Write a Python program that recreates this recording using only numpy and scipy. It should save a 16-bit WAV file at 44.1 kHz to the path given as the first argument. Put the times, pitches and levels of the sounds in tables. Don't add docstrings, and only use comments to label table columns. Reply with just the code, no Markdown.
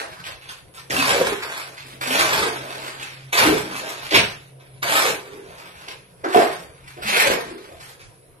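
import sys
import numpy as np
from scipy import signal
from scipy.io import wavfile
from scipy.ndimage import uniform_filter1d

SR = 44100
rng = np.random.default_rng(int(sys.argv[2]) if len(sys.argv) > 2 else 0)


def generate_wav(signal):
    frames = np.transpose(np.atleast_2d(signal))
    scaled = np.clip(frames, -1, 1) * 32767
    pcm = np.round(scaled).astype(np.int16)
    wavfile.write(sys.argv[1], SR, pcm)


def level_to_linear(level):
    exponent = np.asarray(level, float) / 20
    return 10 ** exponent


N = 370440
T = np.arange(N) / SR
TICKS = T[::44]

# mode_hz, width_hz, level_db
BLADE_MODES = [(211.4, 22, 3), (263.1, 13, 2), (315.4, 10, -3.5), (350.2, 37, 1.5), (406.2, 41, 1.5),
               (456.6, 72, 1.5), (512, 90, 7.5), (562.4, 35, 2.5), (629.6, 58, 9.5), (683.4, 28, 2),
               (776, 25, 8.5), (868, 77, 12.5), (980, 84, 14), (1090, 71, -16.5), (1480, 140, -35.5)]


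def shovel():
    # frequency_hz, density_db (per Hz)
    grit_spectrum = [(410, -54.5), (700, -18), (754, -0.5), (943, -2), (1590, -2.5), (2220, -3), (2920, -8),
                     (3600, -6.5), (5560, -14), (5990, -15), (10600, -15), (12900, -16), (13600, -84)]
    # mode_hz, width_hz, level_db
    slab_modes = [(78, 29, -18), (100, 57, -10.5), (132, 49, 11), (169, 18, 3.5)]
    grit_db, fizz_db, lean_db = grit_pressure()
    thud_db = slab_load()
    judder = level_to_linear(0.36 * wander(18) + 1.27 * wander(45) + 2.24 * wander(140))
    sand = slips(3400, spread_db=4.0) * judder
    gravel = slips(1500, spread_db=3.5) * judder

    edge = lip(colour(sand, grit_spectrum))
    grit = level_to_linear(lean_db) * band(edge, 760, 1793) - band(edge, 1755, 5770)
    grit *= level_to_linear(grit_db) / np.std(band(edge, 870, 3400))
    grit += level_to_linear(grit_db - 6.0) * judder * chips(892, 4600, cycles=9)
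    fizz_db = np.minimum(fizz_db, -.3 * (grit_db + 36))
    fizz = level_to_linear(grit_db + fizz_db + 0.27 * wander(22.15)) * evened(band(edge, 5140, 14100))

    shake = evened(gravel) + 0.49 * evened(sand)
    blade = np.zeros(N)
    for level, (hz, width, _) in zip(mode_levels(), BLADE_MODES):
        blade += level * evened(ring(ring(shake, hz, 1.4 * width), hz, 4 * width))
    boom = belly(evened(sand / judder) + .3 * shake)
    floor = sum(level_to_linear(db) * ring(shake, hz, width) for hz, width, db in slab_modes)
    thud = level_to_linear(thud_db - 7.5) * evened(band(floor, 60, 212))
    return grit + fizz + blade + boom + thud


def grit_pressure():
    # start_s, rise_s, hold_s, peak_db, hold_end_db
    scrapes = [
        (.901, 0.11, 0.086, -22.5, -26.5),
        (1.06, 0.039, 0.23, -26, -32.5),
        (2.01, 0.16, 0.27, -22.5, -28),
        (3.325, 0.0077, 0.048, -22, -27.5),
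        (3.372, 0.0066, 0.2, -15, -30),
        (4.824, 0.0047, 0.034, -23, -37),
        (4.86, 0.067, 0.16, -20.5, -29),
    ]
    # start_s, rise_s, hold_s, peak_db, hold_end_db
    tips = [
        (0, 0.001, 0.0029, -21.5, -37),
        (.11, 0.07, .02, -48, -49.5),
        (6.285, 0.035, 0.0077, -38, -27),
        (6.347, 0.02, 0.034, -25.5, -27),
        (6.48, 0.061, 0.026, -40.5, -53),
    ]
    # start_s, rise_s, hold_s, peak_db, hold_end_db
    chops = [
        (.236, 0.031, 0.05, -35, -39.5),
        (.414, 0.012, 0.054, -41.5, -45),
        (1.768, 0.01, 0.16, -39, -57),
        (1.894, 0.0047, 0.017, -47, -49),
        (2.99, 0.027, 0.29, -34.5, -55.5),
        (4.11, 0.02, 0.034, -21, -24),
        (4.143, 0.011, 0.047, -9, -25),
        (4.59, 0.015, 0.23, -56, -63),
        (5.882, 0.005, 0.0094, -28.5, -42),
    ]
    # start_s, rise_s, hold_s, peak_db, hold_end_db
    scuffs = [
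        (.489, 0.003, 0.027, -33.5, -45),
        (.49, .005, 0.17, -42.5, -65),
        (.77, .012, 0.11, -46, -64),
        (3.885, 0.011, 0.013, -32, -40),
        (6.862, 0.019, 0.025, -45, -49.5),
        (7.8, 0.022, 0.045, -43, -47),
        (7.995, 0.0074, 0.1, -49, -61),
    ]
    # start_s, rise_s, hold_s, peak_db, hold_end_db
    drags = [(1.35, 0.088, 0.13, -38.5, -37), (2.43, 0.02, 0.17, -36, -40.5),
             (2.6, 0.063, 0.25, -40.5, -37.5), (3.6, 0.11, 0.46, -39, -38), (5.2, 0.05, 0.17, -50, -51.5),
             (5.45, 0.14, 0.24, -48.5, -51.5), (5.7, 0.047, 0.1, -53.5, -49.5),
             (6.1, 0.08, 0.028, -65, -59.5), (6.6, 0.055, 0.22, -59, -57), (6.93, .03, .06, -57, -48),
             (7.42, 0.058, 1, -46, -76.5)]
    # start_s, rise_s, hold_s, peak_db, hold_end_db
    sprays = [
        (.74, 0.013, 0.047, -46.5, -61.5),
        (1.56, 0.019, 0.034, -41, -42.5),
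        (1.85, 0.024, .02, -45, -47.5),
        (3.76, 0.014, 0.044, -32.5, -49),
        (4.89, 0.058, 0.13, -33, -35),
        (6.51, 0.024, 0.038, -40, -49.5),
        (7.87, 0.012, 0.023, -50, -55.5),
    ]
    # start_s, rise_s, hold_s, peak_db, hold_end_db
    dumps = [
        (6.24, 0.0055, 0.026, -40.5, -45.5),
    ]
    # start_s, rise_s, hold_s, peak_db, hold_end_db
    slides = [
        (7.018, 0.054, 0.02, -33.5, -36),
        (7.058, 0.044, 0.068, -24.5, -24),
        (7.14, 0.063, 0.15, -21, -30),
    ]
    parts = [
        contact(scrapes, bite_db=9.9, release_db_per_s=170, fizz_db=-7, lean_db=0.48, drift_db_per_s=11),
        contact(tips, bite_db=1.9, release_db_per_s=144, fizz_db=-10, lean_db=6.4, drift_db_per_s=4),
        contact(chops, bite_db=4.8, release_db_per_s=136, fizz_db=-14, lean_db=-6, drift_db_per_s=-16.5),
        contact(scuffs, bite_db=4, release_db_per_s=270, fizz_db=-6, lean_db=-1.5, drift_db_per_s=-10),
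        contact(drags, bite_db=7.1, release_db_per_s=91, fizz_db=-9, lean_db=6, drift_db_per_s=-16),
        contact(sprays, bite_db=8.8, release_db_per_s=121, fizz_db=3.5, lean_db=2.5, drift_db_per_s=-2),
        contact(dumps, bite_db=7.8, release_db_per_s=150, fizz_db=-14.5, lean_db=17, drift_db_per_s=-0.6),
        contact(slides, bite_db=9, release_db_per_s=225, fizz_db=-7, lean_db=-3.5, drift_db_per_s=33),
    ]
    power, fizz, lean = np.concatenate(parts, axis=1)
    return blend(power, -72.5, fizz, lean)


def contact(rows, bite_db, release_db_per_s, fizz_db, lean_db, drift_db_per_s):
    rows = np.array(rows)
    sag_db_per_s = (rows[:, 3] - rows[:, 4]) / rows[:, 2]
    power, since = efforts(rows, bite_db, sag_db_per_s[:, None], release_db_per_s)
    return power, fizz_db + 0 * power, lean_db + drift_db_per_s * since


def mode_levels():
    # start_s, rise_s, hold_s, peak_db, centre_hz
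    rattles = [(0, 0.0018, .005, -33.5, 520), (.23, 0.062, .012, -40, 606), (.901, 0.0029, 0.18, -26, 480),
               (1.05, 0.044, 0.2, -25, 566), (1.42, 0.044, 0.24, -38.5, 480), (2.01, 0.23, 0.3, -26, 476),
               (2.58, 0.025, 0.6, -33, 415), (3.33, 0.086, 0.12, -21.5, 470),
               (3.62, 0.014, 0.14, -32.5, 296), (3.78, 0.049, 0.23, -36.5, 467),
               (4.114, 0.023, 0.017, -20, 450), (4.824, 0.13, 0.14, -25.5, 510),
               (5.87, 0.015, 0.0054, -44.5, 400), (6.237, 0.0071, 0.02, -27.5, 493),
               (6.345, 0.005, 0.014, -13, 560), (6.5, 0.024, 0.15, -43, 435), (7.08, 0.17, 0.1, -26, 544),
               (6.965, 0.0066, 0.094, -39, 396), (1.85, 0.017, 0.17, -47, 326), (5.45, .05, 0.37, -46, 472),
               (7.65, 0.043, 0.064, -44, 483)]
    # start_s, rise_s, hold_s, peak_db, centre_hz
    booms = [(1.11, 0.042, 0.05, -27, 770), (1.132, .01, .06, -25.5, 500), (6.258, .008, 0.018, -25.5, 400),
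             (4.145, .01, .05, -24, 200), (3.39, 0.015, 0.04, -24, 830), (3.455, 0.012, 0.071, -17.5, 334),
             (6.355, .012, 0.051, -14.5, 640), (7.19, 0.048, 0.036, -30, 800),
             (4.13, 0.032, 0.023, -27, 220), (7.03, 0.056, 0.065, -36, 215),
             (0.968, 0.027, 0.072, -30, 268), (2.06, 0.041, 0.13, -31.5, 270),
             (4.92, 0.042, 0.174, -33.5, 336), (6.35, 0.012, 0.029, -11, 454)]
    # start_s, rise_s, hold_s, peak_db, centre_hz
    hums = [
        (8.1, 0.2, .15, -71, 568.1),
    ]
    mode_hz, _, mode_db = np.transpose(BLADE_MODES)[..., None, None]
    modes = level_to_linear(2 * -64) / len(BLADE_MODES)

    def excited(rows, bite_db, sag_db_per_s, release_db_per_s, spread, glide_per_s):
        rows = np.array(rows)
        power, since = efforts(rows, bite_db, sag_db_per_s, release_db_per_s)
        away = np.log(mode_hz / rows[:, 4:]) - glide_per_s * since
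        reach = (level_to_linear(mode_db) * (.015 + np.exp(-(away / spread) ** 2))) ** 2
        return (power * reach / reach.sum(0)).sum(1)

    modes = modes + excited(rattles, 7.5, 34, 153, spread=.5, glide_per_s=-0.15)
    modes = modes + excited(booms, 9.6, 100, 220, spread=.12, glide_per_s=-1.1)
    modes = modes + excited(hums, 6.4, 102, 130, spread=.15, glide_per_s=-.1)
    return [np.interp(T, TICKS, level) for level in np.sqrt(modes)]


def slab_load():
    # start_s, rise_s, hold_s, peak_db
    thuds = [(0.167, 0.025, 0.023, -49), (0.903, 0.0042, 0.34, -31.5), (1.36, 0.023, .02, -44),
             (1.997, .012, .02, -39.5), (2.158, 0.055, 0.22, -32), (3.383, 0.08, 0.032, -19),
             (4.128, 0.029, 0.03, -21.5), (4.81, 0.02, .012, -38), (4.985, 0.042, .09, -40),
             (6.346, .012, 0.011, -31), (6.38, .02, 0.19, -42), (6.99, 0.13, .03, -38),
             (7.23, 0.056, 0.016, -31.5)]
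    power, _ = efforts(np.array(thuds), bite_db=16, sag_db_per_s=4, release_db_per_s=156)
    return blend(power, -56)[0]


def efforts(rows, bite_db, sag_db_per_s, release_db_per_s):
    start, rise, hold, peak_db = rows[:, :4].T[..., None]
    since = TICKS - start
    down_db = bite_db * np.clip(1 - since / rise, 0, 1)
    down_db = down_db + sag_db_per_s * np.clip(since - rise, 0, hold)
    down_db += release_db_per_s * np.maximum(since - rise - hold, 0)
    down_db += 5000 * np.maximum(-since, 0)
    return level_to_linear(-2 * np.minimum(down_db - peak_db, 150)), np.clip(since, 0, rise + hold)


def blend(power, rest_db, *traits):
    total = power.sum(0)
    curves = [10 * np.log10(total + level_to_linear(2 * rest_db))]
    curves += [(power * trait).sum(0) / total for trait in traits]
    return [np.interp(T, TICKS, curve) for curve in curves]


def lip(edge):
    # time_s, pitch_hz, share
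    lip_path = [(0, 2640, 0.19), (.95, 2700, 0.38), (1.15, 2390, 0.37), (1.4, 2300, 0.77),
                (2.1, 2560, 0.37), (2.3, 2300, 0.36), (3.0, 2520, 0.29), (3.4, 2320, 0.6),
                (3.6, 2300, 0.26), (4.15, 2850, 0.74), (4.3, 2750, 0.63), (4.9, 2250, 0.43),
                (5.9, 2760, 0.63), (6.4, 2000, 0.27), (7.07, 2610, 1.3), (7.22, 2200, 1.5),
                (7.45, 2300, 0.47), (8.4, 2410, 0.22)]
    time_s, pitch_hz, share = np.transpose(lip_path)
    turn = np.exp(2j * np.pi * np.cumsum(np.interp(T, time_s, pitch_hz)) / SR)
    keep = np.exp(-np.pi * 700 / SR)
    sung = (turn * signal.lfilter([1 - keep], [1, -keep], edge / turn)).real
    return edge + 2 * np.interp(T, time_s, share) * sung


def chips(lo_hz, hi_hz, cycles):
    pitches = np.geomspace(lo_hz, hi_hz, num=12)
    return evened(sum(evened(ring(slips(45, spread_db=3.0), hz, hz / cycles)) for hz in pitches))


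def belly(shake):
    # time_s, pitch_hz, level_db
    strokes = [
        [(1.1, 531, -31), (1.2, 507, -23), (1.21, 497, -17), (1.294, 446, -29), (1.328, 405, -25.5),
         (1.418, 408, -42), (1.45, 488, -44)],
        [(2.25, 537, -35), (2.3, 600, -46), (2.324, 575, -26), (2.366, 434, -27.5), (2.472, 435, -26),
         (2.544, 416, -34), (2.574, 372, -40), (2.6, 419, -37)],
        [(3.42, 502, -23), (3.432, 499, -24), (3.456, 396, -20), (3.48, 392, -19), (3.538, 437, -17.5),
         (3.584, 389, -27), (3.65, 398, -56)],
        [(5.0, 594, -43), (5.06, 487, -26), (5.138, 461, -29.5), (5.162, 406, -42), (5.252, 422, -43),
         (5.32, 386, -37.5), (5.416, 412, -37), (5.55, 450, -64)],
        [(7.15, 410, -31), (7.19, 525, -27), (7.222, 581, -32.5), (7.3, 510, -16.5), (7.438, 430, -40),
         (7.476, 369, -35), (7.574, 371, -36), (7.7, 430, -57)],
    ]
    padded = []
    for path in strokes:
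        first, last = path[0], path[-1]
        padded += [(first[0] - .02, first[1], -80), *path, (last[0] + .03, last[1], -80)]
    time_s, pitch_hz, level_db = np.transpose(padded)
    turn = np.exp(2j * np.pi * np.cumsum(np.interp(T, time_s, pitch_hz)) / SR)
    keep = np.exp(-np.pi * 86 / SR)
    slow = signal.lfilter([1], np.convolve([1, -keep], [1, -keep ** 3]), shake / turn)
    return level_to_linear(np.interp(T, time_s, level_db) - 3) * evened((turn * slow).real)


def knocks(rows, soft_cycles, snap):
    out, t = np.zeros(N), T[:8000]
    for start_s, peak_db, hz, t60 in rows:
        tone = np.sin(2 * np.pi * hz * t) + 0.16 * np.sin(2 * np.pi * 0.89 * hz * t)
        tone *= level_to_linear(-60 * t / max(t60, .01)) * np.minimum(t * hz / soft_cycles, 1)
        crack = rng.standard_normal(len(t)) * np.exp(-t / .005)
        crack = band(crack, 150, min(3.76 * hz, 12000))
        part = out[round(start_s * SR):][:len(t)]
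        part += level_to_linear(peak_db + 1.0) * (.9 * tone + snap * crack)[:len(part)]
    return band(out, 150, 11000)


def shed(x):
    # frequency_hz, t60_s
    wall_decay = [(100, 0.27), (400, 0.34), (2000, 0.28), (6000, 0.25), (13000, 0.073)]
    wet, t = np.zeros((2, N)), np.arange(200) * 128 / SR
    for place in range(3):
        hz, z = pair(200, 512)
        hz, t60 = hz[:, None], read(wall_decay, hz)[:, None]
        decay = level_to_linear(2.82 * np.log2(1 + hz / 3000) - 60 * t / t60) / np.sqrt(t60)
        tail = signal.istft(z * decay, nperseg=512, noverlap=384)[1]
        tail = tail * np.minimum(np.arange(tail.shape[1]) / 150, 1)
        here = np.sqrt(2 / 3) * np.cos(2 * np.pi * (4.7 * T + place / 3))
        wet += signal.fftconvolve((x * here)[None], tail / np.linalg.norm(tail[0]), axes=1)[:, :N]
    late = np.interp(T - (14 + 3 * wander(2.1)) / SR, T, x)
    direct = band(np.array([level_to_linear(-1.0) * late, x]), 30, 14000)
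    return level_to_linear(-0.27) * direct + level_to_linear(2.0) * wet


def outside():
    return air() + motors() + insects()


def air():
    # frequency_hz, density_db (per Hz)
    air_spectrum = [(12, -35), (20, -16), (139, -1), (215, -56.5), (246, -17), (342, -11), (529, -4),
                    (574, -11.5), (714, -10), (841, -29), (964, -13), (1050, -21.5), (7260, -36.5),
                    (10400, -18), (13600, -41)]
    hz, z = pair(N // 256 + 5, 1024)
    patches = rng.standard_normal(z.shape[:0:-1]).T
    patches = evened(uniform_filter1d(uniform_filter1d(patches, 10, 0), 14, 1))
    z = z * level_to_linear(read(air_spectrum, hz)[:, None] + 2.9 * patches)
    return level_to_linear(-51) * evened(signal.istft(z, nperseg=1024, noverlap=768)[1][:, :N])


def motors():
    # time_s, level_db
    drone_path = [(0, -72), (.7, -60), (.9, -53), (1.5, -62), (1.9, -52), (2.6, -53.5), (3.1, -51),
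                  (3.4, -51), (3.9, -58.5), (4.4, -54.5), (4.8, -46.5), (5.1, -56), (5.8, -63.5),
                  (6.6, -63), (7.0, -55), (7.6, -64), (8.4, -59.5)]
    phase = 2 * np.pi * np.cumsum(133.3 * (1 + 0.0059 * wander(6.8))) / SR
    drone = np.sin(phase) + level_to_linear(-27) * np.sin(2 * phase)
    drone *= level_to_linear(np.interp(T, *np.transpose(drone_path)) + 3.5 + 4 * wander(18))
    passing = np.sin(2 * np.pi * np.cumsum(np.interp(T, [5.2, 6.2], [165, 188])) / SR)
    swell = np.exp(-((T - 5.75) / .5) ** 4)
    return drone + level_to_linear(-59 + 3 * wander(7.1)) * passing * swell


def insects():
    hz, width_hz = 10650, 380
    chirr = ring(ring(rng.standard_normal((2, N)), hz, width_hz), hz, 2 * width_hz)
    return level_to_linear(-64.5 + 1.5 * wander(7.3)) * evened(chirr)


def pair(frames, size):
    # frequency_hz, likeness
    likeness = [(30, 0.74), (70, 1), (140, 0.43), (300, 1), (550, 0.2), (1300, 0.15), (2800, 0.058),
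                (13000, 0.0053)]
    hz = np.fft.rfftfreq(size, 1 / SR)
    a, b, c, d = rng.standard_normal((frames, len(hz), 4)).T
    same, left = read(likeness, hz)[:, None], a + 1j * b
    right = same * left + np.sqrt(1 - same ** 2) * (c + 1j * d)
    return hz, np.array([left, right])


def slips(per_s, spread_db):
    hit, size, sign = rng.random((3, N))
    height = level_to_linear(spread_db * np.minimum(-np.log(size + 1e-9), 5))
    return (hit < per_s / SR) * height * np.sign(sign - .5)


def wander(rate_hz):
    return np.interp(T * rate_hz, np.arange(2000), rng.standard_normal(2000))


def evened(x):
    return x / np.sqrt(np.mean(x ** 2) + 1e-20)


def read(points, hz):
    f, value = np.transpose(points)
    return np.interp(np.log(hz + 1), np.log(f + 1), value)


def ring(x, hz, width):
    return signal.lfilter(*signal.iirpeak(hz, hz / width, SR), x)


def band(x, lo_hz, hi_hz):
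    return signal.sosfilt(signal.butter(3, [lo_hz, hi_hz], "bandpass", fs=SR, output="sos"), x)


def colour(x, points):
    gain_db = np.maximum(read(points, abs(np.fft.fftfreq(4096, 1 / SR))), -70)
    taps = np.fft.ifft(np.exp(np.conj(signal.hilbert(np.log(level_to_linear(gain_db)))))).real[:2048]
    return signal.oaconvolve(x, taps)[:N]


def scene():
    # start_s, peak_db, pitch_hz, t60_s
    knock_rows = [(.906, -6, 1850, 0.0079), (.965, -18, 2710, 0.051), (1.0, -14, 2570, 0.035),
                  (1.025, -8.5, 1046, .029), (1.198, -15, 500, 0.037), (1.32, -14, 398, 0.08),
                  (3.482, -9, 450, 0.036), (3.525, -13, 460, 0.043), (2.128, -16, 2530, .02),
                  (2.21, -4.5, 2140, 0.012), (2.455, -20, 424, 0.033), (3.029, -19.5, 2610, 0.017),
                  (3.334, -17, 3380, .015), (3.385, -5, 2050, 0.0086), (3.89, -30, 2200, .015),
                  (4.018, -30, 2700, .015), (4.146, -10, 453, 0.039), (4.15, -18, 2800, .02),
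                  (4.17, -4.5, 480, .03), (4.19, -6.5, 2580, 0.021), (4.829, -19, 2270, 0.013),
                  (5.405, -37, 412, .04), (5.886, -32, 2880, 0.028), (6.24, -19.5, 412, 0.069),
                  (6.243, -17, 1310, .03), (6.247, -19, 1850, .025), (6.256, -19, 900, .04),
                  (6.345, -6, 712, 0.098), (6.372, 1.5, 720, 0.04), (7.021, -26, 1390, 0.056),
                  (7.285, -22, 530, 0.035), (7.505, -23, 371, 0.06), (7.55, -30, 384, 0.092)]
    # start_s, peak_db, pitch_hz, t60_s
    ping_rows = [
        (.772, -33, 1340, .09),
    ]
    # start_s, peak_db, pitch_hz, t60_s
    snap_rows = [(.4905, -27, 3400, .012), (.4975, -30, 3600, .012), (.518, -34, 3520, .012),
                 (.427, -42, 2600, .04), (.9527, -19, 1950, .012), (.9891, -11, 2620, 0.013),
                 (1.027, -13, 2380, .01), (2.0677, -31, 3450, .012), (2.178, -18, 2200, .012),
                 (2.292, -16, 2180, .012), (1.211, -3, 508, .045), (3.7533, -16, 1230, 0.017),
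                 (4.1245, -12, 1970, 0.015), (4.1585, -12, 2800, .015), (4.2, -18, 2880, .02),
                 (4.212, -17, 3000, 0.026), (4.942, -10, 2280, .015), (5.0339, -14, 1500, 0.015),
                 (5.886, -38, 2180, 0.017), (7.0527, -29, 1370, 0.024), (7.0637, -25, 2770, .03),
                 (7.1006, -14, 2280, .015), (7.165, -15, 2200, .02), (7.21, -13, 2060, .02),
                 (7.2702, -9, 2350, 0.013)]
    ping = knocks(ping_rows, soft_cycles=16, snap=.02)
    snaps = knocks(snap_rows, soft_cycles=1.77, snap=.5)
    hits = knocks(knock_rows, soft_cycles=1.77, snap=.3)
    inside = shed(shovel() + hits + .5 * ping + .6 * snaps)
    return inside + ping + .4 * snaps + outside()


def thinned(x):
    hz, _, z = signal.stft(x, SR, nperseg=1024)
    luck = rng.standard_normal((z.shape[2], 50)).T
    luck = evened(uniform_filter1d(luck, size=6, axis=1))[np.minimum(hz // 430, 49).astype(int)]
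    level_db = 10 * np.log10((abs(z[:, 80:]) ** 2).mean((0, 1)) + 1e-14)
    fading = np.clip(-uniform_filter1d(np.gradient(level_db), size=5), -1, 3)
    bar = read([(2500, 3.2), (4500, 1.6), (6000, .95), (9800, 1.1), (10600, 1.9), (11800, .7), (13000, .9)], hz)
    bar = bar[:, None] - .2 * fading
    treble = np.clip(hz[:, None] / 5000, 0, 1) ** 2
    weak = abs(z) ** 2 < .8 * uniform_filter1d(abs(z) ** 2, size=12, axis=1)
    loss_db = treble * (1.8 * luck + 9 * weak) + 45 * (luck > bar)
    return signal.istft(z * level_to_linear(-loss_db), SR, nperseg=1024)[1][:, :N]


def band_limit(x):
    return signal.sosfilt(signal.butter(12, 13780, fs=SR, output="sos"), x)


def record(dry):
    mix = thinned(.97 * np.tanh(dry / .97))
    low_pass = signal.firwin(1023, 13150, window=("kaiser", 9), fs=SR)
    mix = signal.oaconvolve(mix, low_pass[None], "same")
    return band_limit(mix)


dry = scene()
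out = record(dry)
generate_wav(out)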